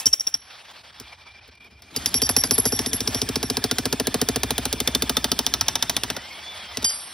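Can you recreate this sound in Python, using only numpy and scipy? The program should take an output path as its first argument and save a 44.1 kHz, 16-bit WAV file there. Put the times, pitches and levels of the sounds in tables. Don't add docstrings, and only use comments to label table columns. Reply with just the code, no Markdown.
import sys
import numpy as np
from scipy import signal
from scipy.fft import rfft, irfft, next_fast_len
from scipy.io import wavfile
from scipy.ndimage import uniform_filter1d, minimum_filter1d, map_coordinates

SR = 44100
rng = np.random.default_rng(int(sys.argv[2]) if len(sys.argv) > 2 else 0)


def dump(signal):
    limited = np.clip(np.atleast_2d(signal).T, -1, 1)
    pcm = np.round(limited * 32767).astype(np.int16)
    wavfile.write(sys.argv[1], SR, pcm)


def natural_amplitude(level_db):
    exponent = np.asarray(level_db, float) / 20
    return 10 ** exponent


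N = 314433

RUN_S = (1.59, 6.17)

# start in seconds, low ring, high ring and bending ring in dB,
# seconds until the slab damps the tip.
BOUNCES = [(1.963, -39, -40.5, -34, 0.0137), (2.0603, -46, -36, -39, 0.035),
           (2.142, -21.5, -28, -35, 0.042), (2.217, -22, -29.5, -31, 0.052),
           (2.2905, -31, -26.5, -39, 0.024), (2.367, -23.5, -25.5, -36, 0.05),
           (2.4357, -41, -33, -38.5, 0.04), (2.5101, -29.5, -22.5, -38, 0.048),
           (2.58, -32, -21.5, -39, 0.022), (2.6538, -28.5, -23.5, -31.5, 0.038),
           (2.723, -26.5, -31.5, -42, 0.05), (2.789, -35, -36, -42, 0.028), (2.8617, -38, -34, -49, 0.043),
           (2.932, -38, -30, -54, 0.037), (3.005, -36, -53, -55, 0.014), (3.077, -34, -38, -50, 0.016),
           (3.148, -31.5, -37, -54, 0.049), (3.2187, -37, -54, -47, 0.014), (3.3564, -37, -46, -50, 0.025),
           (3.429, -37.5, -38.5, -55, 0.044), (3.499, -43, -52, -59, 0.037)]
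# frequency in Hz, level in dB, T60 in seconds.
BIT_GROUPS = [
    [(5600, -5.5, 1)],
    [(11120, -2, 0.7), (11260, -8, 0.57)],
    [(4792, 0.5, 0.29), (3140, -13.5, 0.24), (6670, -7.5, 0.26)],
    [(8930, -2, 0.75)],
]
TWIST_DB = -14.5
RISE_S = [.0004, .0004, 0.0057, .002]
# start in seconds, level of the four groups in dB, seconds free.
CLANG = (6.843, -37, -30.5, -21, -31, 0.32)
# start in seconds, level in dB, high group in dB re low, seconds until damped.
CLANKS = [(.0005, -34, 7.5, 0.0068), (0.0576, -18.5, -1.5, 0.0032), (0.062, -19.5, -8.5, 0.004),
          (0.0656, -13, -12, 0.0025), (0.0686, -17, -12, 0.0054), (0.129, -25, -2.5, 0.0033),
          (0.1323, -14.5, -16, 0.003), (0.1352, -14.5, -17.5, 0.005), (0.197, -26.5, -3, 0.0077),
          (0.2068, -21.5, -19, 0.0055), (0.272, -19, -11.5, 0.0069), (0.3415, -17.5, -17.5, 0.0088),
          (6.844, -19, -13, 0.008), (6.894, -27.5, -14, 0.0082)]
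# frequency in Hz, level in dB, T60 in seconds.
HOLDER = [
    [(5594, 3.5, 0.08), (5673, -1.5, 0.09), (3150, -25.5, 0.25), (4920, -17, 0.078)],
    [(11170, -5.5, .15), (11060, -9.5, .1)],
]
# frequency in Hz, level in dB, T60 in seconds.
SHANK = [(5610, -26, 2.4), (5650, -42, .9), (11180, -27, .9)]
# [Hz, dB, T60 in seconds].
SQUEAK = (.068, -27.5, .016, [(3070, -1.5, .2), (4800, -7, 0.22)])

# time in seconds, level in dB.
WHIRR = [(0, -35.5), (.11, -49.5), (.36, -50.5), (.44, -45), (.65, -42.5), (.98, -44.5), (1.01, -41.5),
         (1.1, -46), (1.21, -46.5), (1.75, -53.5), (1.9, -47.5), (1.98, -37.5), (2.9, -36), (3.16, -34),
         (3.31, -38), (5.4, -38), (6.1, -39), (6.67, -36), (7.13, -39)]
# frequency in Hz, density in dB per Hz.
GEARS = [(290, -26), (500, -8), (666, -2.5), (859, -1), (1480, -4.5), (2240, -4), (2740, -5), (3380, -1),
         (3940, -5.5), (5430, -5), (7000, -31.5), (9100, -23.5), (15400, -120)]
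FAN = [(4500, -37), (6000, -2), (7400, 1), (8500, -2.5), (10300, -6), (12100, -6), (14000, -10),
       (15600, -12), (16200, -38)]
RUMBLE = [(76, -49), (130, -8), (184, 0), (434, -4), (510, -14), (700, -6.5), (910, -52), (1540, -120)]
# time in seconds, change in dB, half length in seconds.
DRAG = [(0.424, -3, .03), (0.507, 3.5, 0.023), (0.592, 5.5, .014), (0.633, -9, 0.012), (0.729, -8, 0.0062),
        (0.765, 2.5, .008), (0.83, -12, 0.0077), (0.919, -14, 0.008), (0.939, -10, .006), (0.98, -2, .008),
        (1.131, 9, 0.0072), (1.168, -8, 0.012), (1.247, -8, 0.0079), (1.272, 4, .008), (1.291, 5, .005),
        (1.333, -10, 0.0072), (1.405, -6, 0.0065), (1.489, 5, 0.0051), (1.506, -12, 0.006),
        (1.568, -10, 0.0047), (1.594, -16, 0.0078), (1.61, 4, .006), (1.697, -13, .01), (1.814, -13, .006)]
# time in seconds, gear mesh in Hz, mesh level in dB, commutator level in dB.
MESH = [(0, 1715, -56, -50), (.045, 1790, -49, -45), (.06, 1720, -58, -54), (.115, 1774, -69, -57),
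        (.14, 1757, -75, -66), (.4, 1603, -73, -73), (1.9, 1499, -73.5, -69), (2.2, 1765, -46.5, -71),
        (3.5, 1744, -47.5, -60), (5.4, 1733, -48, -63), (5.7, 1766, -47, -54), (6, 1873, -48.5, -53),
        (6.22, 2034, -47, -50), (6.33, 2190, -43, -49), (6.4, 2242, -48, -53), (6.5, 2326, -47, -38),
        (6.58, 2223, -55, -50), (6.65, 2155, -56, -42), (6.75, 2030, -43.5, -53), (6.9, 1810, -52, -65),
        (7.13, 1700, -78, -67)]
# multiple, level in dB.
TEETH = [(1, -3), (2, 1), (3, -4)]
# crank turn 0-1, speed factor, load in dB.
CRANK = [(0, .94, -4), (.12, .96, -7), (.6, 1.03, -5), (.76, 1.02, 5.5), (1, 0.87, 4.5)]
# time in seconds, level in dB.
DRONE = [(0, -67), (.9, -66), (1.05, -54), (1.28, -52), (1.5, -60), (1.66, -53), (1.8, -59), (2.1, -54),
         (3.5, -51), (4.5, -49), (5.4, -54), (5.8, -60), (7.13, -56)]

# frequency in Hz, width in Hz, level in dB, arrival in seconds.
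GROUND = [(66.5, 7.6, 1, 0.0442), (106, 20.7, -3, 0.0239), (51.6, 7, -13.5, 0.045)]
# frequency in Hz, level in dB.
DEEP = [(15, -55), (25, -37), (70, -2.5), (88, -4), (103, -9.5), (140, -13), (180, -57.5), (310, -120)]
# time in seconds, level in dB.
TRAFFIC = [(0, -70), (.9, -61.5), (1.05, -58.5), (7.13, -57.5)]
# frequency in Hz, T60 in seconds.
YARD = [(150, 0.85), (1000, 0.2), (4000, 0.28), (12000, 0.15)]

# start in seconds, crack in dB, thud and knock in dB re crack.
LOOSE = [(0.0563, -24.5, -7.5, -28), (0.128, -30, -34, -20.5), (0.1986, -45.5, -42, -39.5),
         (0.2685, -24, -40, -20.5), (0.34, -26.5, -21.5, -18.5), (0.9991, -33.5, -8.5, -16),
         (1.478, -52.5, -0.5, -14), (1.645, -56.5, -3, -1), (1.821, -41.5, -16, -20),
         (1.9626, -18.5, -10.5, -28), (2.0593, -12.5, -19.5, -27), (2.142, -13.5, -12, -25),
         (2.2184, -15.5, -7.5, -19), (2.2913, -13.5, -12, -12), (2.3645, -11, -11.5, -21),
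         (2.4373, -14.5, -12.5, -14), (2.5091, -12, -10.5, -15), (2.5797, -20, -2.5, -10),
         (2.654, -18, -3.5, -7.5), (2.7217, -20.5, -2.5, -10.5), (2.7908, -14, -9.5, -18),
         (6.771, -20.5, -9, -23.5), (6.8227, -33, -12, -13), (6.8277, -28, -7.5, -14.5),
         (6.845, -21.5, -45, -11.5)]
# start in seconds, peak in dB, thud and knock in dB re peak.
STRUCK = [(2.8606, -8, -22.5, -29), (2.9313, -8, -21.5, -32.5), (3.005, -9.5, -22, -30),
          (3.0748, -7, -21.5, -31), (3.1462, -10, -20, -24), (3.217, -7.5, -20.5, -29.5),
          (3.2886, -11, -17, -24.5), (3.3573, -8, -19.5, -26), (3.429, -11.5, -16, -20),
          (3.4997, -9, -18.5, -26.5), (3.5694, -10, -18, -22.5), (3.6404, -7.5, -18, -25),
          (3.7119, -6.5, -20.5, -27), (3.784, -6.5, -20.5, -31), (3.855, -8.5, -18, -23),
          (3.9263, -8, -16.5, -22.5), (3.9985, -9, -16.5, -21), (4.07, -8, -17, -24.5),
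          (4.1423, -8, -16, -18.5), (4.2145, -7, -16, -23), (4.287, -8, -16.5, -23),
          (4.3593, -9, -17.5, -22), (4.433, -8, -20.5, -23.5), (4.5061, -7.5, -20.5, -24),
          (4.58, -9, -20.5, -23), (4.6534, -8.5, -22.5, -22), (4.727, -8.5, -21.5, -25.5),
          (4.8019, -8, -21, -28), (4.8746, -6, -22.5, -21), (4.949, -6, -21.5, -24.5),
          (5.0218, -7.5, -19.5, -23), (5.0948, -7, -21, -22.5), (5.168, -6, -23, -25),
          (5.2425, -7, -23, -23), (5.3166, -6, -22.5, -28), (5.39, -6.5, -24.5, -25.5),
          (5.4645, -5.5, -31.5, -25), (5.5378, -5, -34, -25.5), (5.61, -5, -34, -26.5),
          (5.6827, -4, -38, -26.5), (5.7543, -6, -35, -24.5), (5.825, -6.5, -32, -23),
          (5.8959, -6, -32.5, -24.5), (5.9658, -7, -33.5, -23), (6.0344, -9.5, -28, -22),
          (6.101, -10.5, -24.5, -19.5), (6.1651, -17, -23, -14.5)]
STRUCK_DB = [-7.5, 11.5, 8.5]
# time in seconds, level in dB.
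BITE = [(2.86, -41), (3.1, -33.5), (3.42, -37.5), (3.75, -38.5), (4.15, -37.5), (4.45, -36), (4.73, -40.5),
        (5.05, -41), (5.4, -49), (5.6, -38), (5.75, -45.5), (6.08, -42), (6.17, -51)]
# frequency in Hz, level in dB.
CRACK = [(880, -7), (1500, -12), (2540, -6), (3520, -4), (4270, -2.5), (5620, 2), (6030, -3.5),
         (7310, -8.5), (8600, -7.5), (9720, -6), (11900, -6), (13500, -12), (15300, -7.5), (16300, -41),
         (16800, -40)]
KNOCK = [(300, -18.5), (500, 0.5), (750, 0), (1000, -5.5), (1500, -4), (2100, -10.5), (3000, -30.5)]
# frequency in Hz, width in Hz, extra gain.
STRIKER = [(3570, 210, 2.36), (5690, 380, 2.16)]
# frequency in Hz, width in Hz, level in dB, arrival in seconds.
SLAB = [(251.7, 26.3, 1, 0.0158), (434.3, 39.5, -2.5, 0.00921), (160.5, 35, -9, 0.0161),
        (339, 36, -10, 0.0119)]
# time in seconds, slow ground waves, shank tone and top of the crack in dB.
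SINK = [(2, -0.5, 2, 5.5), (2.5, -2, 6, 3.5), (3.2, -3, 5, -2), (3.7, -3, 1.5, -1), (4.2, -5, -4.5, -2.5),
        (4.5, 2.5, -5.5, 1), (5.2, 6.5, -3, 2), (5.45, 7, 1, 2.5), (5.7, -5, -0.5, -3), (5.899, -2, -8, 0),
        (6.15, -2.5, -4, -9.5)]

# start in seconds, peak in dB.
TICKS = [(0.714, -33), (1.0034, -35), (1.011, -29.5), (1.0218, -38.5), (1.134, -41), (1.4873, -45),
         (1.515, -44), (1.553, -37), (1.577, -46), (1.6077, -54), (1.713, -43), (2.488, -24), (2.628, -27),
         (6.7549, -30), (6.974, -30)]
# from and to in seconds, first and last Hz, level in dB re crack.
SEATED = [(2.28, 2.85, 780, 900, -12), (2.26, 2.6, 870, 1200, -17.5), (3.3, 5.6, 735, 700, -12),
          (3.8, 4, 1100, 960, -15), (4.7, 6.4, 830, 1000, -11.5), (4.34, 5.88, 1210, 1350, -13),
          (3.86, 3.6, 1590, 1300, -12.5), (3.9, 4.7, 1800, 1800, -17), (3.5, 6.4, 3560, 3620, -11.5),
          (4.6, 5.6, 3580, 3600, -8), (4.0, 5.9, 4800, 4700, -12.5), (4.5, 6.4, 3100, 3060, -13.5)]

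# frequency in Hz, likeness 0-1.
ALIKE = [(150, .995), (300, .9), (640, .68), (1400, .72), (3100, .88), (6800, .88), (15000, .75)]
# frequency in Hz, phase in radians.
LEAD = [(60, 0), (200, -.2), (350, -.55), (750, -.65), (1400, -.45), (2400, .42), (3300, .25), (5700, .95),
        (6300, 1.7), (7400, 3.14), (10400, 6.28), (13450, 9.42), (16300, 12.3)]
# frequency in Hz, level in dB.
TILT = [(60, 0), (110, 0), (200, 1.5), (380, 1), (700, 0), (1290, -1.5), (2380, 0), (15000, 0)]
# centre in Hz, half width in Hz.
GAPS = [
    [(7400, 950), (13300, 1250), (17000, 1250)],
    [(3450, 1650), (10450, 900), (17000, 1500)],
]
SPARED_HZ = [13700, 6000]


def unit(x):
    return x / np.sqrt(np.mean(x ** 2) + 1e-20)


def along(points, hz):
    f, v = np.transpose(points)
    return np.interp(np.log(hz + 1), np.log(f + 1), v)


def curves(rows):
    s, *cols = np.transpose(rows)
    return [np.interp(np.arange(N) / SR, s, c) for c in cols]


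def wobble(rate):
    at = np.arange(0, N + 16, 16)
    knots = rng.standard_normal(int(N * rate / SR) + 4)
    return np.interp(np.arange(N), at, map_coordinates(knots, [at * rate / SR]))


def filtered(x, response):
    n = x.shape[-1]
    m = next_fast_len(n + SR // 4)
    return irfft(rfft(x, m) * response(np.fft.rfftfreq(m, 1 / SR)), m)[..., :n]


def add(track, s, x):
    part = track[round(s * SR):][:len(x)]
    part += x[:len(part)]


def rush(spectrum, patchy_db):
    z = signal.stft(rng.standard_normal((2, N)), nperseg=512)[2]
    field = uniform_filter1d(uniform_filter1d(rng.standard_normal(z.shape[1:]), 8, 0), 6, 1)
    pair = signal.istft(z * natural_amplitude(patchy_db * unit(field)), nperseg=512)[1][:, :N]
    return unit(filtered(pair, lambda hz: natural_amplitude(along(spectrum, hz))))


def waves(modes):
    return lambda hz: sum(natural_amplitude(db) * np.exp(-.5 * ((hz - c) / w) ** 2 - 2j * np.pi * hz * late)
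                          for c, w, db, late in modes)


def ring(modes, free, damped_db, grip, rough_db=1.5, bend=0, rise=0.00034, size=SR // 7):
    t = np.arange(size) / SR
    gripped = (t - free) / grip
    hold = natural_amplitude(damped_db * np.clip(gripped, 0, 1)) * (1 - np.exp(-t / rise))
    bent = t + bend * np.cumsum(np.clip(gripped + 1, 0, 2) / 2) / SR
    total = np.zeros(size)
    for hz, db, t60 in modes:
        rub, slip = [map_coordinates(rng.standard_normal(60), [t * 150]) for _ in range(2)]
        tone = np.sin(2 * np.pi * hz * bent + .18 * rough_db * slip)
        total += natural_amplitude(db + rough_db * rub - 60 * t / t60) * tone
    return hold * total


def bit():
    track, t = np.zeros(N), np.arange(SR // 20) / SR
    for s, db, high_db, free in CLANKS:
        for level_db, group in zip((db, db + high_db), HOLDER):
            add(track, s, natural_amplitude(level_db + 4.5) * ring(group, free, damped_db=-17.0, grip=0.0052, rough_db=1.0))
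        if s < RUN_S[0]:
            tone = ring(SHANK, free, damped_db=-1, grip=0.93, rough_db=4.0, size=SR // 3)
            add(track, s, natural_amplitude(db - 11.0) * tone)
        hiss = uniform_filter1d(rng.standard_normal(len(t)), size=3) * 1.55
        add(track, s, natural_amplitude(db - 19.0 - 60 * np.clip(t - free, 0, 1) / 0.056) * hiss)
    s, db, free, modes = SQUEAK
    add(track, s, natural_amplitude(db) * ring(modes, free, damped_db=-25.5, grip=.012, bend=.04))

    bends, losses_db, rubs_db = [.03, 0, .015, 0], [-20, -15, -18, -20], [2.6, 4.5, 3.8, 5]
    bounces = [(s, low, high, bend, high + TWIST_DB, free) for s, low, high, bend, free in BOUNCES]
    for s, *levels, free in bounces + [CLANG]:
        lifted = s == CLANG[0]
        size = round(free * SR) + SR // 7
        for db, group, bend, loss_db, rub_db, rise in zip(levels, BIT_GROUPS, bends, losses_db, rubs_db, RISE_S):
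            if lifted:
                tone = ring(group, free, -27, grip=.06, rough_db=.7 * rub_db, rise=rise, size=size)
            else:
                tone = ring(group, free, loss_db, grip=0.006, rough_db=rub_db, bend=bend, rise=rise, size=size)
            add(track, s, natural_amplitude(db + 7.5) * tone)
    return track


def rattle():
    rattle_db, t60 = -3, 0.13
    kicks = np.zeros(N)
    rings = [(row[0], row[2]) for row in BOUNCES + [CLANG]]
    clanks = [(row[0], row[1] + row[2]) for row in CLANKS]
    for s, db in rings + clanks:
        kicks[round(s * SR)] += natural_amplitude(2 * (db + rattle_db))
    return np.sqrt(signal.lfilter([1], [1, -natural_amplitude(-120 / (t60 * SR))], kicks))


def drag():
    t = np.arange(N) / SR
    return sum(db * np.exp(-((t - s) / half) ** 2) for s, db, half in DRAG)


def busy():
    t = np.arange(N) / SR
    return uniform_filter1d(1. 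* (t > RUN_S[0]) * (t < RUN_S[1]), size=SR // 20)


def motor():
    gear_db, = curves(WHIRR)
    fan_db = -52.5 + 1.53 * (gear_db + 38.5) + 6.5 * busy()
    rumble_db = -57.5 + (gear_db + 37.5) + 12 * busy()
    scrape_db = (gear_db < -42) * wobble(45) + drag()
    shake_db = 1.2 * wobble(25) + 1.2 * wobble(90) + scrape_db
    gears = natural_amplitude(gear_db - 3.0 + shake_db) * rush(GEARS, patchy_db=1.8)
    fan = np.hypot(natural_amplitude(fan_db), rattle()) * natural_amplitude(0.57 * shake_db) * rush(FAN, patchy_db=3.5)
    rumble = natural_amplitude(rumble_db + 1.1 * wobble(14)) * rush(RUMBLE, patchy_db=2.5)
    return gears + fan + rumble


def whine(rows):
    mesh_hz, mesh_db, thin_db = curves(MESH)
    t = np.arange(N) / SR
    times = rows[(rows[:, 0] > RUN_S[0]) & (rows[:, 0] < RUN_S[1]), 0]
    crank = np.interp(t, times, np.arange(len(times))) % 1
    at, speed, load_db = np.transpose(CRANK)
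    loaded = (t > times[0]) & (t < times[-1])
    braked = np.where(loaded, np.interp(crank, at, speed), 1)
    turn = 2 * np.pi * np.cumsum(mesh_hz * braked * (1 + 0.00252 * wobble(30))) / SR
    mesh = np.zeros(N)
    for k, db in TEETH:
        level = natural_amplitude(db + 1.5 - 11 * (k - 1.39) * ~loaded)
        fuzz = np.where(loaded, .8 + .45 * wobble(80), .5 + .8 * wobble(120))
        mesh += level * fuzz * np.sin(k * (turn + 2.0 * ~loaded * wobble(70)))
    mesh *= natural_amplitude(mesh_db + loaded * np.interp(crank, at, load_db))
    thin = natural_amplitude(thin_db + 2.5 + 1.5 * wobble(25)) * np.sin(turn * 3 / 2)
    drone_level = natural_amplitude(curves(DRONE)[0] + 3 + 2 * wobble(12) + drag()) * (.8 + .4 * wobble(100))
    drone = drone_level * np.sin(2 * np.pi * 2385 * t + 2.3 * wobble(80))
    return mesh + thin + drone


def ground(rows):
    push = np.zeros(N)
    at = np.round(rows[:, 0] * SR).astype(int)
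    push[at] = natural_amplitude(rows[:, 4])
    slow, quick = filtered(push, lambda hz: np.array([waves(GROUND[::2])(hz), waves(GROUND[1::2])(hz)]))
    power = np.mean(np.abs(waves(GROUND)(np.arange(SR // 2))) ** 2) * len(at) / N
    shake = (natural_amplitude(curves(SINK)[0]) * slow + quick) / np.sqrt(power)
    swell = uniform_filter1d(push, size=round(.09 * 2 * SR)) * SR / 14
    traffic = natural_amplitude(curves(TRAFFIC)[0] + 1.2 * wobble(8.3))
    return 0.69 * shake + (.18 * swell + traffic) * rush(DEEP, patchy_db=1.2)[0]


def yard(x):
    hz, t, z = signal.stft(rng.standard_normal((2, SR // 3)), SR, nperseg=256)
    tail = signal.istft(z * natural_amplitude(-60 * t / along(YARD, hz)[:, None]), SR, nperseg=256)[1]
    late = np.pad(x, (250, 0))
    return signal.fftconvolve(late[None], tail / np.linalg.norm(tail[0]), axes=1)[:, :N]


def strikes():
    struck = np.array(STRUCK) + [0, *STRUCK_DB]
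    shake = np.interp(struck[:, 0], *np.transpose(BITE)) - 0.2 * rng.standard_normal(len(struck))
    loose = np.array(LOOSE)
    loose_shake = np.minimum(loose[:, 1] + loose[:, 2] - 13, -34.5)
    rows = np.vstack([np.c_[loose, loose_shake], np.c_[struck, shake]])
    return rows[np.argsort(rows[:, 0])]


def blows(rows):
    track, push, t = np.zeros(N), np.zeros((len(SLAB), N)), np.arange(SR // 12) / SR
    shape = (1 - np.exp(-t / 0.00029)) * (natural_amplitude(-60 * t / 0.021) + natural_amplitude(-24.5 - 60 * t / 0.17))
    knock_shape = (1 - np.exp(-t / 0.0032)) * natural_amplitude(-60 * t / 0.047)
    contact = signal.lfilter([1], [1, -0.6], rng.standard_normal((len(rows), 2, len(t))), axis=0)
    free = np.clip(-(rows[:, 2:3] + 6) / 16, 0, 1)
    at, _, shank_db, top_db = np.transpose(SINK)
    shank_now, top_now = [np.interp(rows[:, :1], at, db) for db in (shank_db, top_db)]

    def crack_colour(hz):
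        steel = 1 + free * sum(g / (1 + ((hz - c) / w) ** 2) for c, w, g in STRIKER)
        shank = shank_now * np.exp(-((hz - 5350) / 500) ** 2)
        top = top_now / (1 + (11700 / (hz + 1)) ** 8)
        return natural_amplitude(along(CRACK, hz) + shank + top) * steel

    cracks = filtered(contact[:, 0], crack_colour)
    knocks = filtered(contact[:, 1], lambda hz: natural_amplitude(along(KNOCK, hz / (1 + 0.23 * free))))
    grows = np.array([0, 0.56, 0.0013, 0])
    each = np.arange(len(SLAB))
    for (s, db, thud_db, knock_db, _), crack, knock in zip(rows, cracks, knocks):
        add(track, s, natural_amplitude(db + 5.0) * unit(crack) * shape)
        add(track, s, natural_amplitude(db + knock_db + 10.0) * unit(knock) * knock_shape)
        start = np.round((s + 0.00093 * rng.standard_normal(len(SLAB))) * SR).astype(int)
        chance_db = 0.46 * rng.standard_normal(len(SLAB))
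        push[each, start] = natural_amplitude(db + thud_db + 49.5 + (thud_db + 7.0) * grows + chance_db)
    thuds = filtered(push, lambda hz: np.array([waves([wave])(hz) for wave in SLAB]))
    return track + thuds.sum(axis=0)


def grit():
    track, t = np.zeros(N), np.arange(SR // 30) / SR
    for s, db in TICKS:
        click = np.diff(uniform_filter1d(rng.standard_normal(len(t) + 1), size=3)) * 2
        add(track, s, natural_amplitude(db - 14.5 - 60 * t / .02) * click)
    return track


def chips():
    count, life_cycles = 700, 8
    at, pitch, size = rng.random(count), rng.standard_normal(count), rng.exponential(size=count)
    hz = np.clip(2310 * np.exp(.55 * pitch), 500, 9000)[:, None]
    k = np.arange(400)
    level = natural_amplitude(-49 + 3.6 * np.minimum(size, 3))[:, None]
    grains = level * np.exp(-k * hz / (life_cycles * SR)) * np.sin(2 * np.pi * hz * k / SR)
    start = ((1.97 + at * (RUN_S[1] - 1.9)) * SR).astype(int)[:, None]
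    return np.bincount((start + k).ravel(), grains.ravel(), N)


def seated(rows):
    track, t = np.zeros(N), np.arange(SR // 14) / SR
    start, end, first_hz, last_hz, level_db = np.transpose(SEATED)[:, :, None]
    chances = rng.standard_normal((len(rows), 2, len(SEATED), 1))
    for (s, db, *_), (pitch, loud) in zip(rows, chances):
        depth = np.clip((s - start) / (end - start), 0, 1)
        hz = (first_hz + (last_hz - first_hz) * depth) * (1 + .008 * pitch)
        t60 = along([(700, 0.061), (4000, 0.046)], hz)
        level = np.sqrt(np.sin(np.pi * depth) + 1e-12) * natural_amplitude(level_db + 3 * loud - 60 * t / t60)
        modes = level * np.sin(2 * np.pi * hz * t) * (1 - np.exp(-t * hz / 2))
        add(track, s, natural_amplitude(db) * modes.sum(axis=0))
    return track


def ports(common, apart):
    turn = lambda hz: np.arccos(np.clip(along(ALIKE, hz), -1, 1)) / 2
    mid, side = filtered(apart, lambda hz: np.array([np.cos(turn(hz)), np.sin(turn(hz))]))
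    half = lambda hz: natural_amplitude(along(TILT, hz) / 2) * np.exp(.5j * along(LEAD, hz))
    pair = common + np.array([mid + side, mid - side])
    return filtered(pair, lambda hz: np.array([half(hz), 1 / half(hz)]))


def scene():
    rows = strikes()
    hits = bit() + blows(rows) + grit() + chips() + seated(rows)
    return ports(hits + whine(rows) + ground(rows), motor() + natural_amplitude(-24.5) * yard(hits))


def roll_off(x):
    return signal.sosfilt(signal.butter(12, 17140, fs=SR, output="sos"), x)


def record(dry):
    cut = filtered(dry, lambda hz: (hz < 16750) / np.sqrt(1 + (45 / (hz + 1)) ** 8))
    cut = cut / (1 + np.abs(cut / .92) ** 6) ** (1 / 6)

    masker, masked_sum, masked_side = (11150, 200), (14800, 2000), (16000, 1500)
    bands = lambda parts: lambda hz: np.array(
        [sum(np.exp(-((hz - c) / w) ** 4) for c, w in part) for part in parts])
    power, loud, hidden = filtered(cut[0], bands([GAPS[0], [masker], [masked_sum]])) ** 2
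    usual = signal.medfilt(uniform_filter1d(power, 512)[::64], 41).repeat(64)[:N]
    calm = uniform_filter1d(power, 128) < 4 * usual
    calm = uniform_filter1d(minimum_filter1d(calm * 1., 200), 128)
    masked = uniform_filter1d(loud - 7 * hidden, 600) > 0

    sum_and_difference = np.array([cut[0] + cut[1], cut[0] - cut[1]]) / 2
    hz, t, z = signal.stft(sum_and_difference, SR, nperseg=512)
    bins, frames = 4, 8
    chance = rng.random((2, len(hz) // bins + 1, len(t) // frames + 1))
    chance = chance.repeat(bins, 1).repeat(frames, 2)[:, :len(hz), :len(t)]
    centre = (np.arange(len(hz)) // bins + .5) * bins * hz[1]
    masked_now = masked[np.minimum((t * SR).astype(int), N - 1)]
    weak = bands(GAPS)(centre)[..., None] + bands([[masked_sum], [masked_side]])(centre)[..., None] * masked_now
    shares = [[.1, .22], [.3, .04]]
    spared = np.array([np.where(hz < edge, *share) * (hz < 15700) for share, edge in zip(shares, SPARED_HZ)])
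    emptied = np.minimum(weak, 1) * (1 - spared[..., None]) > .02 + .96 * chance
    both, apart = signal.istft(z * emptied, SR, nperseg=512)[1][:, :N]
    mix = cut - calm * np.array([both + apart, both - apart])
    return roll_off(mix)


dry = scene()
out = record(dry)
dump(out)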